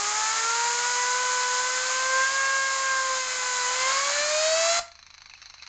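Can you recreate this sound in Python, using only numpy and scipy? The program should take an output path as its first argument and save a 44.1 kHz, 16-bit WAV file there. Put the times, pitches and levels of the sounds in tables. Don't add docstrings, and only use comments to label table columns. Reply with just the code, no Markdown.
import sys
import numpy as np
from scipy import signal
from scipy.fft import rfft, irfft
from scipy.io import wavfile
from scipy.ndimage import uniform_filter1d

SR = 44100
rng = np.random.default_rng(int(sys.argv[2]) if len(sys.argv) > 2 else 0)


def store_wav(level_fs):
    pcm = np.round(np.clip(np.atleast_2d(level_fs), -1, 1) * 32767)
    wavfile.write(sys.argv[1], SR, pcm.T.astype(np.int16))


N = 250488
TIME = np.arange(N) / SR
AIR_OFF_S = 4.794


def undb(db):
    return 10 ** (np.asarray(db) / 20)


def unit(x):
    return x / np.sqrt(np.mean(x ** 2))


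def curve(table, column=1):
    rows = np.array(table)
    return np.interp(TIME, rows[:, 0], rows[:, column])


def colour(x, spectrum):
    hz, db = np.transpose(spectrum)
    bins_hz = np.maximum(np.fft.rfftfreq(2 * N, 1 / SR), 1)
    gain = undb(np.interp(np.log(bins_hz), np.log(hz), db))
    return irfft(rfft(x, 2 * N) * gain)[:N]


def butter(x, hz, kind, order):
    return signal.sosfilt(signal.butter(order, hz, kind, fs=SR, output="sos"), x)


def walk(rate_hz):
    size = max(int(SR / rate_hz), 1)
    smoothed = uniform_filter1d(rng.standard_normal(N), size, mode="wrap")
    return unit(uniform_filter1d(smoothed, size, mode="wrap"))


def pulses(events, rise_s, decay_s, delay_s):
    envelope = np.zeros(N)
    for time_s, db in events:
        near = slice(int(time_s * SR) - SR // 50, int(time_s * SR) + SR // 10)
        age_s = TIME[near] - time_s - delay_s
        envelope[near] += undb(db) * np.exp(np.minimum(age_s / rise_s, -age_s / decay_s))
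    return envelope


def room(x, wet_db, t60_low_s, t60_high_s, predelay_s=0.0064):
    t = TIME[:SR // 2]
    noise = rng.standard_normal(len(t))
    low = butter(noise, 2200, "low", order=1)
    tail = low * undb(-60 * t / t60_low_s) + (noise - low) * undb(-60 * t / t60_high_s)
    tail *= t > predelay_s
    return x + undb(wet_db) * signal.fftconvolve(x, tail / np.linalg.norm(tail))[:N]


# (frequency [Hz], level [dB])
HUM_TONES = [(73.5, -69), (123.8, -78)]
# (frequency [Hz], relative density [dB])
RUMBLE_SPECTRUM = [(25, 3), (60, -6.5), (100, -10.5), (200, -13), (400, -20), (800, -18), (2000, -43.5),
                   (8000, -69.5)]

def workshop(rumble_db=-68.5, drift_rad=0.4):
    hum = sum(undb(db) * np.sin(2 * np.pi * hz * TIME + drift_rad * walk(6)) for hz, db in HUM_TONES)
    rumble = unit(colour(rng.standard_normal(N), RUMBLE_SPECTRUM))
    return np.sqrt(2) * hum + undb(rumble_db) * rumble


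def valve_thump(level_db=-49, band_hz=(24, 130)):
    thud = unit(butter(rng.standard_normal(N), band_hz, "band", order=2))
    return thud * pulses([(AIR_OFF_S, level_db)], rise_s=0.0077, decay_s=0.02, delay_s=0.00562)


# (time [s], level [dB])
SHAFT_PINGS = [(5.313, -42), (5.351, -41), (5.429, -54), (5.518, -52), (5.597, -41)]

def shaft(ping_hz=2560, jitter_rad=0.7):
    envelope = pulses(SHAFT_PINGS, rise_s=0.0014, decay_s=0.0064, delay_s=0.002)
    return envelope * np.sin(2 * np.pi * ping_hz * TIME + jitter_rad * walk(500))


# (frequency [Hz], bandwidth [Hz], gain [dB])
HOUSING_MODES = [(1186, 660, -2), (1560, 330, -10.5), (1710, 56, -9), (2180, 330, -3.5), (3980, 58, 0.5),
                 (4145, 140, -0.5), (4480, 220, -10.5), (5440, 53, 1.5), (6070, 130, 0.5)]

def housing(force):
    return sum(undb(db) * signal.lfilter(*signal.iirpeak(hz, hz / width_hz, fs=SR), force)
               for hz, width_hz, db in HOUSING_MODES)


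def rotor_touches(start_s=4.8802, turn_s=0.03635, slowing_s=0.000305, turns=21):
    first_db, limit_db, growth_turns = -49, -38.5, 16.4
    graze_turns, graze_db = (13, 18), -10
    rebound_turns, rebound_db, rebound_s = (14, 19, 20), -4, 0.0093
    touches, time_s = [], start_s
    for turn in range(turns):
        db = limit_db + (first_db - limit_db) * np.exp(-turn / growth_turns)
        touches.append((time_s, db + graze_db * (turn in graze_turns)))
        if turn in rebound_turns:
            touches.append((time_s + rebound_s, db + rebound_db))
        time_s += turn_s + turn * slowing_s
    return touches


# (frequency [Hz], relative density [dB])
CONTACT_SPECTRUM = [(300, -21), (650, -8.5), (1000, -17.5), (2400, 4), (3200, -4.5), (4200, 11.5),
                    (5200, -1.5), (6300, 0), (7200, -20.5), (8800, -34)]

def rattle(crack_db=18, scuff_db=1.5, bounce_db=-9, rub_db=-59, grit_db=2.5, dry_db=-3, ring_db=-1):
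    touches = rotor_touches()
    scuff = undb(scuff_db) * pulses(touches, rise_s=0.0006, decay_s=0.0017, delay_s=0.0011)
    bounce = undb(bounce_db) * pulses(touches, rise_s=0.0014, decay_s=0.0034, delay_s=0.007)
    rub_swell = np.interp(TIME, [4.8, 5.68], [0.6, 1.2])
    rub = undb(rub_db + grit_db * walk(250)) * rub_swell
    noise = rng.standard_normal(N)
    force = (scuff + bounce + rub) * noise
    for time_s, db in touches:
        force[int((time_s + 0.0005) * SR)] += undb(db + crack_db)
    contact = colour(force, CONTACT_SPECTRUM) / np.std(colour(noise, CONTACT_SPECTRUM))
    ring = housing(butter(force, 500, "high", order=2)) / np.std(housing(noise))
    return butter(undb(dry_db) * contact + undb(ring_db) * ring, 6840, "low", order=10)


# (time [s], jet level [dB], rush level [dB])
AIR_LEVELS = [(0, -29, -33.5), (.7, -29.5, -34.5), (1.4, -30.5, -35), (1.9, -31, -34.5),
              (2.2, -31.5, -34.5), (2.6, -32.5, -36.5), (3.2, -33, -36.5), (3.55, -31, -35.5),
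              (3.9, -30, -32), (4.3, -30, -33.5), (4.62, -28.5, -33), (4.79, -28.5, -33)]
# (frequency [Hz], relative density [dB])
AIR_SPECTRUM = [(100, -26), (300, -21.5), (330, -16), (365, -24), (520, -12.5), (1200, -4.5), (2250, -5.5),
                (2900, -7.5), (4200, -6), (5050, -2.5), (5650, -7.5), (6600, 0.5), (7350, -1.5),
                (7950, -17.5), (8500, -19.5), (9000, -34)]

def hiss(blade_phase, split_hz=5380, chop=0.066, flicker_db=0.5, ring_db=-9):
    jet_trim_db, rush_trim_db = -1.0, 0.5
    jet = unit(butter(colour(rng.standard_normal(N), AIR_SPECTRUM), split_hz, "high", order=8))
    rush = unit(butter(colour(rng.standard_normal(N), AIR_SPECTRUM), split_hz, "low", order=8))
    rush += undb(ring_db) * unit(housing(rush))
    jet *= undb(curve(AIR_LEVELS, 1) + jet_trim_db + flicker_db * walk(60))
    rush *= undb(curve(AIR_LEVELS, 2) + rush_trim_db + flicker_db * walk(48))
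    return (jet + rush) * (1 + chop * np.cos(blade_phase))


# (centre [Hz], half width [Hz], gain [dB])
PATH_BANDS = [(440, 16, -11.2), (606, 61, 6.0), (901, 20, -10.7), (959, 39, 1.2), (1022, 12, -10.7),
              (1111, 36, 11.2), (1155, 16, -11.2), (1365, 24, 5.3), (1603, 33, 6.1), (1747, 31, 7.7),
              (1852, 26, -6.9), (2207, 50, 7.6), (2660, 87, 3.1), (4024, 73, 4.6)]

def path_db(hz):
    return sum(db * np.exp(-((hz - centre_hz) / width_hz) ** 2) for centre_hz, width_hz, db in PATH_BANDS)


# (blade rate multiple, base level slow [dB], base level fast [dB])
WHINE_PARTIALS = [(1, -43.5, -26), (2, -32.5, -37.5), (3, -35, -38), (4, -45.5, -35.5), (5, -52.5, -41),
                  (6, -53.5, -33.5), (7, -55.5, -29.5), (8, -56, -38.5), (9, -60.5, -39), (10, -56, -43)]
# (time [s], gain of partials 1-2 [dB], of partial 3 [dB], of upper partials [dB])
WHINE_SWELL = [(0.0, -4.0, -0.5, -6), (0.42, 2, 0.5, 2), (1.71, 1, 2, 0.5), (2.0, 1.5, 3, -0.5),
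               (2.2, 7, 7.0, -2.5), (2.28, -3, 2, -2.5), (2.88, 1, 1, -3), (3.14, 4, -2, -0.5),
               (3.24, -2.5, -3.5, 2.0), (3.6, -2, 0, 2), (3.88, 4.5, -5, 7), (4.0, -5.0, -4.5, 0),
               (4.79, -1.5, 0, -6.5)]

def whine(blade_hz, blade_phase, slow_hz=503, fast_hz=652, ring_db=-14):
    lower_trim_db, lower_flutter_db = -0.27, 0.38
    upper_trim_db, upper_flutter_db, jitter_rad = -0.3, 3.0, 0.2
    speed = np.clip((blade_hz - slow_hz) / (fast_hz - slow_hz), 0, 1)
    lower, upper = 0, 0
    for k, slow_db, fast_db in WHINE_PARTIALS:
        db = slow_db + speed * (fast_db - slow_db) + path_db(k * blade_hz)
        if k <= 3:
            db += curve(WHINE_SWELL, 1 if k <= 2 else 2) + lower_trim_db + lower_flutter_db * walk(44)
            lower += undb(db) * np.sin(k * blade_phase)
        else:
            db += curve(WHINE_SWELL, 3) + upper_trim_db + upper_flutter_db * walk(14)
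            upper += undb(db) * np.sin(k * blade_phase + jitter_rad * walk(90))
    return np.sqrt(2) * (lower + upper + undb(ring_db) * housing(upper))


# (time [s], blade passing rate [Hz])
BLADE_RATE = [(0.0, 408), (0.2, 431.2), (0.55, 465), (0.85, 486.4), (1.2, 501.0), (1.5, 498), (2.2, 526.6),
              (2.35, 540.2), (2.55, 539.5), (2.8, 536), (3.05, 526.3), (3.35, 508.4), (3.65, 496),
              (3.8, 514), (4.2, 587.8), (4.79, 687.5)]

def scene(valve_decay_s=0.004):
    blade_hz = curve(BLADE_RATE)
    blade_phase = 2 * np.pi * np.cumsum(blade_hz) / SR
    valve = np.exp(-np.maximum(TIME - AIR_OFF_S, 0) / valve_decay_s)
    air = room(hiss(blade_phase) * valve, wet_db=-10, t60_low_s=0.32, t60_high_s=0.2)
    tone = room(whine(blade_hz, blade_phase) * valve, wet_db=-11, t60_low_s=0.33, t60_high_s=0.32)
    ticks = room(rattle() + shaft(), wet_db=-12.5, t60_low_s=0.18, t60_high_s=0.44)
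    return np.tile(air + tone + ticks + valve_thump() + workshop(), (2, 1))


def record(dry):
    cutoff_hz = 8900
    return signal.sosfilt(signal.ellip(10, 0.2, 80, cutoff_hz, fs=SR, output="sos"), dry)


dry = scene()
out = record(dry)
store_wav(out)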